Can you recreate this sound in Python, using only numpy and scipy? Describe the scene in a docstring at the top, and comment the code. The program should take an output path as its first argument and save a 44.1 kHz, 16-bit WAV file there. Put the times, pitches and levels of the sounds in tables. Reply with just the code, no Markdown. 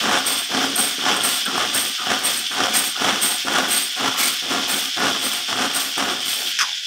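"""A kitchen: a hand chopper is worked to and fro on a plastic tray, two strokes a second.
Each push crunches through herbs, ringing the chopper's cup and drumming on the tray; on each return
the steel blades rasp and ring. The hollow under the cup sings now and then as its rim shifts.
Bursting bubbles sizzle steadily nearby. At the end the chopper is lifted off with a short clatter."""
import sys
import numpy as np
from scipy import signal
from scipy.fft import rfft, irfft
from scipy.io import wavfile

SR = 44100
rng = np.random.default_rng(int(sys.argv[2]) if len(sys.argv) > 2 else 0)


def log_audio(samples):
    """Write samples as a 16-bit WAV file to the path given in sys.argv[1]."""
    # one column per channel
    frames = np.atleast_2d(samples).T
    # limit to full scale, then quantise
    limited = np.clip(frames, -1, 1)
    pcm = np.round(limited * 32767).astype(np.int16)
    wavfile.write(sys.argv[1], SR, pcm)


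N = 302526
TAPS = 4096  # impulse response length


def undb(db):
    """Decibels to gain."""
    return 10 ** (np.asarray(db) / 20)


def body(modes, colour=None):
    """Unit-energy impulse response of damped resonances over a broad spectrum."""
    hz = np.arange(TAPS // 2 + 1) * SR / TAPS + 1
    power = sum(undb(db) ** 2 / (1 + 2 * ((hz - f) / width) ** 2) ** 2 for f, width, db in modes)
    if colour is not None:
        colour_hz, colour_db = np.transpose(colour)
        power = power + undb(np.interp(np.log(hz), np.log(colour_hz), colour_db)) ** 2
    # minimum phase: the ring follows the blow
    cepstrum = irfft(np.log(power))[:TAPS // 2]
    cepstrum[0] *= 0.5
    response = irfft(np.exp(rfft(cepstrum, TAPS)))
    return response / np.linalg.norm(response)


def ring(force, response):
    """Drive a body with a force."""
    return signal.fftconvolve(force, response)[:N]


def scatter(x, spread_s):
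    """Three short all-pass round trips smear each contact without changing its colour."""
    response = 1
    for lag_s in spread_s * np.array([0.17, 0.31, 0.52]):
        trip = np.exp(-2j * np.pi * np.arange(TAPS // 2 + 1) * np.round(lag_s * SR) / TAPS)
        response = response * (trip - 0.5) / (1 - 0.5 * trip)
    return ring(x, irfft(response))


def walk(per_s):
    """Random wander, spread near 1."""
    knots = rng.standard_normal(N // 100)
    return np.interp(np.arange(N) / SR * per_s, np.arange(len(knots)), knots)


def flutter(per_s, depth_db):
    """Randomly wandering gain."""
    return undb(depth_db * walk(per_s))


def grains(per_s, spread_db):
    """Tiny impulses of random time, size and sign; rms 1."""
    size = undb(spread_db * np.clip(rng.standard_normal(N), -2, 2)) * rng.choice([-1, 1], N)
    x = size * (rng.random(N) < per_s / SR)
    return x / x.std()


def blows(rows, crumble_s, crumble):
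    """A sharp force at each (time [s], level [dB]), trailed by a crumble of smaller contacts."""
    force, t = np.zeros(N + TAPS), np.arange(TAPS) / SR
    for time_s, db in rows:
        tail = rng.standard_normal(TAPS) * np.exp(-t / crumble_s)
        blow = crumble * tail / np.linalg.norm(tail)
        blow[0] += 1
        start = int(time_s * SR)
        force[start:start + TAPS] += undb(db) * blow
    return force[:N]


def latest_stroke(strokes, levels_db):
    """Per sample: age [s], level [dB] and remaining columns of the latest stroke."""
    t = np.arange(N) / SR
    starts_s, *columns = np.transpose(strokes)
    row = np.maximum(np.searchsorted(starts_s, t) - 1, 0)
    return t - starts_s[row], levels_db[row], *(column[row] for column in columns)


# pushes through the herbs: (start [s], time to full pressure [s], swell [dB], crunch [dB], judder [dB])
PUSHES = [(-0.005, 0.15, 5.5, -20.5, -27), (0.487, .14, 7.5, -22, -24), (.972, 0.15, 14, -20.5, -24.5),
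          (1.448, 0.17, 8.5, -24, -28.5), (1.976, 0.14, 21.5, -20, -28.5), (2.498, 0.15, 7, -22, -29.5),
          (2.951, .13, 15.5, -18.5, -25.5), (3.447, 0.13, 10, -18.5, -27), (3.953, 0.11, 7.5, -22, -29.5),
          (4.408, 0.15, 14.5, -22.5, -25.5), (4.956, 0.12, 6.5, -20.5, -26), (5.472, 0.16, 9, -23, -29),
          (5.958, 0.14, 1.5, -24.5, -29)]


def pushes(levels_db, attack_s=0.018, fall_db_per_s=102):
    """Push gain: the blades bite, pressure swells to its peak, the herbs give way."""
    age_s, db, press_s, swell_db, *_ = latest_stroke(PUSHES, levels_db)
    shape_db = np.minimum(swell_db * (age_s / press_s - 1), -fall_db_per_s * (age_s - press_s))
    return np.clip(age_s / attack_s, 0, 1) * undb(db + shape_db)


# return strokes, longer as the hand slows:
# (start [s], length [s], rasp [dB], steel ring [dB], cup rattle [dB], judder [dB])
RETURNS = [(0.247, 0.17, -30, -22, -28, -35.5), (0.752, 0.17, -27.5, -20, -27, -33.5),
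           (1.221, 0.17, -25.5, -22, -28.5, -35), (1.726, 0.17, -28, -21, -28, -34),
           (2.222, 0.19, -27.5, -22.5, -30, -33), (2.729, .15, -24, -19, -26.5, -36),
           (3.207, 0.16, -26, -19.5, -27.5, -37), (3.673, 0.18, -25.5, -20, -33, -35),
           (4.168, 0.17, -24, -26.5, -29, -35), (4.671, .18, -27, -25, -28.5, -34.5),
           (5.207, 0.2, -30.5, -27, -29.5, -38.5), (5.731, 0.18, -28.5, -26, -30.5, -39),
           (6.24, 0.27, -30, -32, -37.5, -45.5)]


def returns(levels_db, fade_db, attack_share=0.19, hold_share=0.29, stop_db_per_s=236):
    """Return gain: quick start, short hold, fade, then a fast decay as the hand stops."""
    age_s, db, length_s, *_ = latest_stroke(RETURNS, levels_db)
    progress = age_s / length_s
    faded_db = fade_db * np.maximum(progress - hold_share, 0)
    stopped_db = stop_db_per_s * np.maximum(age_s - length_s, 0)
    return np.clip(progress / attack_share, 0, 1) * undb(db - faded_db - stopped_db)


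def held(level_db, lift_s=6.52):
    """Constant gain until the hand takes its weight off the chopper."""
    return undb(level_db) * (np.arange(N) / SR < lift_s)


def gripped(force, modes, shift):
    """A body whose resonances slide between slack and tight as the grip changes."""
    grip = np.clip(walk(per_s=5), -1, 1)
    out = 0
    for step in (-1, 0, 1):
        shifted = [(hz * (1 + shift * step), width, db) for hz, width, db in modes]
        share = np.maximum(1 - abs(grip - step), 0)
        out = out + ring(force * share, body(shifted))
    return out


# thick stalks snapping; tray rocking onto the counter: (time [s], level [dB])
STALK_SNAPS = [(0.038, -6), (0.092, -5), (0.112, 2), (0.173, 1), (0.547, -2), (0.575, -3.5), (0.64, 0),
               (1.038, -3), (1.063, -2), (1.083, -7), (1.555, -5), (1.578, -2), (2.069, -4), (2.117, 0),
               (2.603, 2.5), (3.018, -7), (3.05, -1), (3.482, 1), (3.521, -3.5), (3.583, -7), (4.008, -2.5),
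               (4.078, -3), (4.519, -4), (5.033, -2), (5.058, -10), (5.082, -4), (5.527, -0.5), (5.619, -2),
               (5.979, -4), (6.023, -2.5), (6.056, -10), (6.083, -6.5)]
TRAY_BUMPS = [(0.983, -12.5), (2.512, -18), (3.018, -5), (3.449, -12), (5.604, -6), (5.985, -14),
              (6.626, -26)]
# resonances of cup, cracking stalks, wet leaves and tray: (frequency [Hz], width [Hz], level [dB])
CUP_MODES = [(717, 87, 2), (856, 110, -5), (1160, 102, 4), (1297, 77, 1), (1444, 77, 6), (1726, 170, -2.5),
             (2080, 420, -9)]
CRACK_MODES = [(760, 170, 1), (1070, 280, -7.5), (1545, 360, -1), (3050, 1100, -1), (5570, 800, -5)]
JUICE_MODES = [(7100, 3200, 3), (11000, 6000, -12)]
TRAY_MODES = [(122, 27, -18.5), (216.7, 35, -2.5), (273.8, 27, 5), (365, 48, -3), (500, 166, -9.5)]
# broad spectra under the crack and tray resonances: (frequency [Hz], level [dB])
CRACK_COLOUR = [(100, -18), (500, -1.5), (1000, -2), (2000, -6), (4000, -27), (7000, -12), (10000, -20),
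                (16000, -54)]
TRAY_COLOUR = [(25, -46), (60, -59), (100, -14), (180, -8), (500, -7), (750, -31), (3000, -72)]


def chopping():
    """Breaking stalks ring the cup; the same jolts and the hand's judder drum on the tray."""
    *_, crunch_db, push_judder_db = np.transpose(PUSHES)
    *_, rattle_db, return_judder_db = np.transpose(RETURNS)
    settling = held(-49)  # herbs under the resting blades
    crunch = pushes(crunch_db) + returns(rattle_db, fade_db=11.5) + settling
    crunch *= flutter(per_s=45, depth_db=1.24)
    judder = pushes(push_judder_db) + returns(return_judder_db, fade_db=11.5)
    judder *= flutter(per_s=35, depth_db=2.5)
    fractures = grains(per_s=1000, spread_db=3.5)
    snaps = blows(STALK_SNAPS, crumble_s=0.0032, crumble=0.91)
    cup_force = undb(-4) * fractures * crunch + snaps
    # the crack grows faster with pressure than the cup's ring
    crack_force = undb(10.5) * grains(per_s=700, spread_db=3.5) * crunch ** 1.523 + undb(1.5) * snaps
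    jolts = (fractures + grains(per_s=1200, spread_db=2)) * judder
    bumps = blows(TRAY_BUMPS, crumble_s=0.0056, crumble=0.45)
    tray_force = undb(-5) * jolts + undb(-4.5) * snaps + undb(7) * bumps
    cup = gripped(cup_force, CUP_MODES, shift=0.033)
    crack = ring(crack_force, body(CRACK_MODES, CRACK_COLOUR))
    juice = undb(-23.5) * ring(grains(per_s=91, spread_db=8) * crunch, body(JUICE_MODES))
    tray = ring(tray_force, body(TRAY_MODES, TRAY_COLOUR))
    return scatter(cup + crack + juice, spread_s=0.0017) + tray


# bubble resonances: (frequency [Hz], width [Hz], level [dB])
SIZZLE_MODES = [(3164, 430, 3.5), (3443, 250, 4), (5200, 1130, -4)]
# broad fizz spectrum: (frequency [Hz], level [dB])
SIZZLE_COLOUR = [(30, -54), (180, -23), (600, -32), (1050, -59), (1400, -5), (1800, -6), (2600, -2.5),
                 (4200, -4), (5800, -6.5), (7000, -10.5), (10000, -22), (14000, -27)]


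def sizzle():
    """A dense fizz of bursting bubbles, with brighter beads that flare up."""
    bursts = grains(per_s=9000, spread_db=3.5) * flutter(per_s=22, depth_db=1.5)
    flares = grains(per_s=480, spread_db=4.5) * flutter(per_s=30, depth_db=2.5)
    fizz = undb(-27.5) * ring(bursts, body(SIZZLE_MODES, SIZZLE_COLOUR))
    beads = undb(-31.5) * ring(flares, body(SIZZLE_MODES))
    return scatter(fizz + beads, spread_s=0.0011)


def stick_slip(per_s, jitter, spread_db):
    """A train of slips at loosely even intervals; rms 1."""
    gap_draw, size_draw = rng.standard_normal((N // 40, 2)).T
    at = (np.cumsum(np.exp(jitter * gap_draw)) * SR / per_s).astype(int)
    x = np.bincount(at[at < N], undb(-spread_db * size_draw[at < N]), N)
    return x / x.std()


# a blade catching its guide: (time [s], level [dB])
BLADE_CATCHES = [(0.183, -18), (0.2653, -14), (0.3391, -22), (0.6519, -22), (0.7574, -10.5), (1.1653, -19),
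                 (1.2087, -20), (1.2354, -12), (1.4526, -17.5), (1.7458, -8.5), (1.866, -21), (2.375, -16),
                 (2.7693, -13), (3.232, -11), (5.9778, -17)]
# steel resonances, rasping and ringing: (frequency [Hz], width [Hz], level [dB])
RASP_MODES = [(4460, 360, -17), (7650, 150, 7), (9700, 220, -6), (11600, 230, 3), (14600, 290, -11),
              (15500, 400, -0.5)]
RING_MODES = [(8200, 200, -13), (8577, 300, -3), (9740, 170, -15), (11910, 230, -13.5), (15500, 160, -17)]
# broad rasp spectrum: (frequency [Hz], level [dB])
RASP_COLOUR = [(950, -41), (1500, 0.5), (2200, 6), (4000, 6.5), (6000, 4.5), (9000, -1), (13500, -1),
               (16000, -1)]


def blades():
    """Steel rasps along its guide, faintly even at rest; coarser slips and catches make it ring."""
    _, _, rasp_db, ring_db, *_ = np.transpose(RETURNS)
    *_, crunch_db, _ = np.transpose(PUSHES)
    pressed = pushes(crunch_db - 22.5)
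    rubbing = returns(rasp_db, fade_db=13) + pressed + held(-46)
    slipping = returns(ring_db, fade_db=17.5) + undb(-5) * pressed + held(-43)
    friction = grains(per_s=8300, spread_db=0) * flutter(per_s=120, depth_db=2.7) * rubbing
    slips = stick_slip(per_s=330, jitter=0.5, spread_db=1) * flutter(per_s=36, depth_db=3.5) * slipping
    catches = blows(BLADE_CATCHES, crumble_s=0.012, crumble=1.4)
    rasp = undb(3) * ring(friction, body(RASP_MODES, RASP_COLOUR))
    steel = ring(undb(-2.5) * slips + undb(12.5) * catches, body(RING_MODES))
    return rasp + scatter(steel, spread_s=0.0008)


# single spits in the sizzle: (time [s], level [dB], pitch [Hz])
SPITS = [(1.2077, -14.5, 3440), (1.9505, -20, 3500), (2.0817, -15, 3230), (2.4399, -17, 3250),
         (2.4638, -17, 3000), (3.0934, -13, 3310), (4.7421, -12, 3250), (4.8554, -20, 3220),
         (4.9721, -17, 3600), (5.5418, -24, 3290), (6.7296, -19.5, 3510)]


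def spits(rise_s=0.0008, decay_s=0.0013):
    """Each loud spit is a briefly ringing damped tone."""
    out, t = np.zeros(N + TAPS), np.arange(TAPS) / SR
    envelope = (1 - np.exp(-t / rise_s)) * np.exp(-t / decay_s)
    envelope /= envelope.max()
    for time_s, db, hz in SPITS:
        start = int(time_s * SR)
        out[start:start + TAPS] += undb(db + 1) * envelope * np.sin(2 * np.pi * hz * t)
    return out[:N]


# air resonance under the cup: (start [s], length [s], from [Hz], to [Hz], level [dB])
HOLLOW_GLIDES = [(1.454, .07, 1560, 1156, -30.5), (1.977, 0.079, 1420, 1060, -33),
                 (2.951, 0.021, 1400, 1220, -31), (4.117, 0.31, 1302, 1227, -37),
                 (4.195, 0.11, 2277, 2230, -31), (6.249, 0.13, 233, 347, -51), (6.349, .16, 400, 498, -49),
                 (6.361, 0.16, 738, 722, -44.5), (6.599, 0.059, 1394, 1024, -26),
                 (6.635, .11, 964, 790, -43)]


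def hollow(width_hz=230):
    """Rubbing excites an air resonance that glides with the gap under the rim."""
    out = np.zeros(N + SR)
    lowpass = signal.butter(2, width_hz / 2, fs=SR, output="sos")
    for time_s, length_s, from_hz, to_hz, db in HOLLOW_GLIDES:
        progress = np.linspace(0, 1, int(length_s * SR))
        noise = rng.standard_normal(SR) + 1j * rng.standard_normal(SR)
        rub = signal.sosfilt(lowpass, noise)[-len(progress):]
        phase = 2 * np.pi * np.cumsum(from_hz + (to_hz - from_hz) * progress) / SR
        tone = np.real(rub * np.exp(1j * phase)) * np.sin(np.pi * np.sqrt(progress))
        start = int(time_s * SR)
        out[start:start + len(tone)] += undb(db) * tone / tone.std()
    return out[:N]


# plastic rim knocks: (time [s], level [dB])
RIM_KNOCKS = [(6.5884, 4), (6.6023, -2), (6.6097, 3), (6.6165, 1), (6.6266, -6)]
# plastic resonances: (frequency [Hz], width [Hz], level [dB])
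KNOCK_MODES = [(1580, 260, 3.5), (1980, 250, 1), (2520, 380, 0), (3200, 500, -2), (5140, 650, 1),
               (5900, 570, 0.5), (8500, 600, -15)]
# broad knock spectrum: (frequency [Hz], level [dB])
KNOCK_COLOUR = [(100, -51), (500, -29), (1200, -24), (4000, -15), (6500, -14), (9000, -17), (16000, -28)]


def lifting():
    """The rim clatters on the tray as the chopper is lifted."""
    force = blows(RIM_KNOCKS, crumble_s=0.016, crumble=1.68)
    clatter = ring(force, body(KNOCK_MODES, KNOCK_COLOUR))
    return undb(1.5) * scatter(clatter, spread_s=0.0012)


def kitchen(x, t60_s=0.22, echo_db=-10.5, predelay_s=0.003):
    """Counter and walls return a short, dense echo."""
    t = np.arange(SR // 2) / SR
    tail = rng.standard_normal(len(t)) * undb(-60 * t / t60_s) * (t > predelay_s)
    return x + undb(echo_db) * ring(x, tail / np.linalg.norm(tail))


def scene():
    """All sources in one room, identical in both channels."""
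    mono = kitchen(chopping() + blades() + hollow() + lifting() + sizzle() + spits())
    return np.array([mono, mono])


def record(dry):
    """Bass cut, soft peak clipping, steep treble cut."""
    bottom_hz, top_hz, drive = 60, 15600, 1.2
    x = signal.sosfilt(signal.butter(2, bottom_hz, "high", fs=SR, output="sos"), dry)
    x = np.tanh(drive * x) / drive
    return signal.sosfilt(signal.ellip(10, 0.2, 80, top_hz, fs=SR, output="sos"), x)


dry = scene()
out = record(dry)
log_audio(out)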